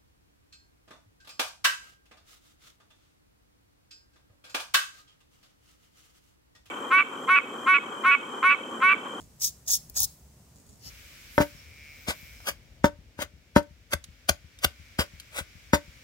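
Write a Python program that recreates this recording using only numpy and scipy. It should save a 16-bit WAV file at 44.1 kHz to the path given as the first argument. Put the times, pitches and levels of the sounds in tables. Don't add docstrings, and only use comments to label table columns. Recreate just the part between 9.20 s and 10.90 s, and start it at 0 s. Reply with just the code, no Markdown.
import sys
import numpy as np
from scipy import signal
from scipy.fft import rfft, irfft
from scipy.io import wavfile
from scipy.ndimage import map_coordinates

SR = 44100
rng = np.random.default_rng(int(sys.argv[2]) if len(sys.argv) > 2 else 0)


def wrap_up_sound(samples):
    columns = np.atleast_2d(samples).T
    tamed = np.clip(columns, -1, 1)
    steps = np.round(tamed * 32767).astype(np.int16)
    wavfile.write(sys.argv[1], SR, steps)


N = 74970
T = np.arange(N) / SR
HZ = np.fft.rfftfreq(N, 1 / SR)
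RIGHT_LATE_S = 0.000282


def amp(db):
    return 10 ** (np.asarray(db) / 20)


def unit(x):
    return x / np.sqrt(np.mean(x ** 2) + 1e-20)


def read(points, hz):
    f, value = np.transpose(points)
    return np.interp(np.log(hz + 1), np.log(f + 1), value)


def shape(x, points):
    return irfft(rfft(x) * amp(read(points, HZ)), N)


def colour(x, points):
    return unit(shape(x, points))


def swells(rows):
    return sum(amp(db) * np.exp(-np.where(T < s, ((T - s) / rise) ** 2, (T - s) / fall))
               for s, rise, fall, db in rows)


def slips(per_s, spread_db):
    size = amp(spread_db * np.minimum(rng.exponential(1, N), 4.5))
    return size * rng.choice([-1, 1], N) * (rng.random(N) < per_s / SR)


def patchy(x, patch_db, patch_hz, patch_s):
    hz, t, spectra = signal.stft(x, SR, nperseg=512, noverlap=384)
    field = rng.standard_normal((128, 512))
    at = np.meshgrid(hz / patch_hz, t / patch_s, indexing="ij")
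    spectra *= amp(patch_db * map_coordinates(field, at, order=1, mode="reflect"))
    return unit(signal.istft(spectra, SR, nperseg=512, noverlap=384)[1][:N])


def echo(x, decay):
    taps = rng.choice([-1., 1.], (2, SR)) * (rng.random((2, SR)) < 4000 / SR)
    taps[:, :30] = 0
    hz, t, spectra = signal.stft(taps, SR, nperseg=256)
    tail = signal.istft(spectra * amp(-60 * t / read(decay, hz)[:, None]), SR, nperseg=256)[1]
    tail /= np.linalg.norm(tail, axis=1, keepdims=True)
    return signal.fftconvolve(x[None], tail, axes=1)[:, :N]


def place(x, reflect_db, late_s=RIGHT_LATE_S, t60_s=0.022):
    late = irfft(rfft(x) * np.exp(-2j * np.pi * HZ * late_s), N)
    return np.array([x, late]) + amp(reflect_db) * echo(x, [(1, t60_s)])


def port(x, ring_hz, lift_db, shelf_db, gain_db, width_hz=1250, shelf_hz=10700, size=2048):
    hz = abs(np.fft.fftfreq(size, 1 / SR))
    ring = lift_db / (1 + (2 * (hz - ring_hz) / width_hz) ** 2)
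    shelf = shelf_db * (1 + np.tanh((hz - shelf_hz) / 2000)) / 2
    log_gain = np.log(amp(gain_db + ring + shelf))
    response = np.fft.ifft(np.exp(np.conj(signal.hilbert(log_gain)))).real
    return signal.fftconvolve(x, response[:size // 2])[:N]


def air(hum_hz=66.5, rumble_top_hz=143):
    # f/Hz, relative level/dB
    air_colour = [(20, -29), (45, -16), (68, -2.5), (160, -5), (300, -15.5), (700, -18.5), (1500, -26.5),
                  (3800, -29), (5500, -24.5), (8000, -23.5), (10500, -29.5), (16000, -28.5)]
    # f/Hz, correlation
    likeness = [(50, 1), (150, 0.95), (400, 0.79), (1000, 0.31), (4000, 0.033)]
    # t/s, gain/dB
    rumble = [(0, 0), (.17, 2.5), (.43, 2), (.65, 3), (.74, 4.5), (.87, 11), (.91, -13), (.98, -10),
              (1.02, 7), (1.2, 2.5), (1.33, -1), (1.45, -5), (1.52, 0.5), (1.7, 9.5)]
    left, apart = rfft(rng.standard_normal((2, N)))
    same = read(likeness, HZ)
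    right = same * left + np.sqrt(1 - same ** 2) * apart
    wash = amp(-58) * colour(irfft(np.array([left, right]), N), air_colour)
    drift, waver = (colour(z, [(6, 1), (20, -49), (80, -100)]) for z in rng.standard_normal((2, N)))
    phase = 2 * np.pi * np.cumsum(hum_hz + 1.31 * drift) / SR
    hum = amp(-66 + 2 * waver) * np.sqrt(2) * np.sin(phase)
    low = signal.sosfiltfilt(signal.butter(2, rumble_top_hz, fs=SR, output="sos"), wash)
    return wash - low + (low + hum) * amp(np.interp(T, *np.transpose(rumble)))


def thuds():
    # t/s, rise/s, fall/s, level/dB
    pushes = [(.015, .02, 0.034, -51.5), (.27, 0.034, .06, -50.5), (.56, 0.055, 0.15, -47.5),
              (.825, 0.043, 0.06, -44), (1.665, 0.01, .02, -44.5)]
    # f/Hz, relative level/dB
    thud_colour = [(20, 13), (45, -5.5), (65, 2.5), (110, -0.5), (200, -6.5), (400, -30), (1500, -31)]
    return swells(pushes) * colour(rng.standard_normal(N), thud_colour)


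def lean():
    # t/s, rise/s, fall/s, relative level/dB
    scrape = [(1.68, 0.049, 0.037, -49)]
    # f/Hz, relative level/dB
    scrape_colour = [(200, 4), (1000, -1.5), (2500, -2.5), (4200, 3), (4800, 7.5), (5500, 8), (6600, 1),
                     (7500, -1.5), (10000, -6.5), (16000, -6)]
    hiss = swells(scrape) * colour(rng.standard_normal(N), scrape_colour)
    return place(hiss, reflect_db=2.5) * amp([[-4], [-6.5]])


def paws():
    # t/s, rise/s, fall/s, relative level/dB
    brushes = [(.218, 0.0075, 0.0044, -52.5), (.499, 0.018, 0.0079, -51), (.777, 0.022, 0.0058, -50.5)]
    # f/Hz, relative level/dB
    pad_colour = [(100, -5), (400, -8), (800, 1), (1500, 2), (2500, -3.5), (5000, -9), (12000, -54)]
    # t/s, rise/s, fall/s, relative level/dB
    scuffs = [(.01, 0.052, 0.028, -59.5), (.418, 0.0029, 0.015, -69), (.699, 0.0075, 0.009, -61.5),
              (1.36, 0.0089, 0.065, -64), (1.5, 0.033, 0.079, -66.5)]
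    # f/Hz, relative level/dB
    scuff_colour = [(200, 18), (1000, -10), (2500, -19.5), (4200, -6.5), (6000, -9.5), (8000, 4),
                    (11000, -15.5), (16000, -18.5)]
    pads = swells(brushes) * colour(slips(per_s=3400, spread_db=0), pad_colour)
    return pads + amp(6.5) * swells(scuffs) * colour(slips(per_s=9100, spread_db=9.5), scuff_colour)


def narrow_bands(width_hz=130):
    # t/s, half length/s, f/Hz, relative level/dB
    bands = [(0.241, 0.024, 2200, -53.5), (0.521, 0.0092, 920, -63), (0.811, 0.017, 865, -55.5)]
    out = np.zeros(N)
    for s, half, centre_hz, db in bands:
        passband = np.exp(-((HZ - centre_hz) / width_hz) ** 2)
        band = unit(irfft(rfft(rng.standard_normal(N)) * passband, N))
        out += amp(db) * np.exp(-((T - s) / half) ** 2) * band
    return out


def snaps():
    # t/s, relative level/dB
    cracks = [(0.2176, -13), (0.2476, -10), (0.2619, -4), (.5171, -1), (0.5446, -12), (0.6982, -16),
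              (0.796, -8), (.8029, -5), (0.804, 5), (.8282, -19), (.8321, 3.5), (.838, -2), (.8412, -22)]
    # f/Hz, gain/dB
    crack_colour = [(300, -38), (2000, -57), (3200, -22), (5000, -6.5), (8000, -12.5), (11000, -4.5),
                    (15000, -3.5), (16500, 20)]
    clicks = np.zeros(N)
    for s, db in cracks:
        clicks[round(s * SR)] += amp(db)
    return amp(-3) * shape(clicks, crack_colour)


def rasps(attack_s=0.025, edge_db=-32, fizz_start_db=-14.5):
    # start/s, end/s, relative level/dB, place of the peak (0-1),
    # start and end levels against the peak/dB, fizz gain at the end/dB, release/s
    strokes = [(0.218, 0.29, -24, 0.33, -6, -14, 4, 0.031), (0.486, 0.554, -24, 0.63, -4, -2.5, 3, 0.036),
               (0.765, 0.8455, -26, 0.12, -3.5, -4.5, 9, 0.02)]
    # f/Hz, relative level/dB
    grit_colour = [(300, -89), (2000, -32.5), (2800, -22.5), (3600, -8.5), (5000, 0.5), (7800, 1.5),
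                   (10000, -6), (16000, -6.5)]
    # f/Hz, relative level/dB
    fizz_colour = [(1000, -68), (3000, -22), (4000, -7), (7000, -16), (10000, -5), (13000, -11),
                   (15300, -5), (16500, 5.5)]
    grit = colour(slips(per_s=2000, spread_db=4.5), grit_colour)
    grit = patchy(grit, patch_db=4, patch_hz=355.8, patch_s=0.011)
    fizz = colour(slips(per_s=2200, spread_db=1.5), fizz_colour)
    fizz = patchy(fizz, patch_db=5, patch_hz=251.6, patch_s=0.015)
    out = np.zeros(N)
    for start, end, db, peak, start_db, end_db, fizz_db, release in strokes:
        press_db = np.interp(T, [start, start + (end - start) * peak, end], [start_db, 0, end_db])
        fade_db = edge_db * (np.maximum(start - T, 0) / attack_s + np.maximum(T - end, 0) / release)
        bright = amp(np.interp(T, [start, end], [fizz_start_db, fizz_db]))
        out += amp(db + press_db + fade_db) * (amp(-8) * grit + amp(-4) * bright * fizz)
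    return out


def claws(count=2, spread_s=0.00002):
    delays = RIGHT_LATE_S + spread_s * np.linspace(-1, 1, count)
    return sum(place(rasps(), reflect_db=2.5, late_s=delay) for delay in delays) / np.sqrt(count)


def scene():
    # resonance/Hz, lift/dB, treble shelf/dB, gain/dB
    ports = [(5460, 9.5, 7.5, 2.5), (6490, 10, 1.5, 2.5)]
    # f/Hz, t60/s
    patio_decay = [(200, 0.58), (2000, 0.26), (6000, 0.36), (15000, 0.65)]
    # f/Hz, gain/dB
    patio_colour = [(200, 20), (3000, 11.5), (5500, 10), (8000, 5), (11000, 3.5), (16000, 0.5)]
    near = claws() + place(snaps(), reflect_db=-5.5)
    near += place(paws() + narrow_bands(), reflect_db=-6) + lean()
    direct = np.array([port(x, *row) for x, row in zip(near, ports)])
    patio = amp(-21) * echo(shape(near[0], patio_colour), patio_decay)
    return direct + patio + thuds() + air()


def record(dry, low_cut_hz=33.5, top_hz=15750):
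    heard = signal.sosfilt(signal.butter(4, low_cut_hz, "high", fs=SR, output="sos"), dry)
    band_limit = signal.firwin(511, top_hz, window=("kaiser", 9), fs=SR)
    return signal.oaconvolve(heard, band_limit[None], "same")


dry = scene()
out = record(dry)
wrap_up_sound(out)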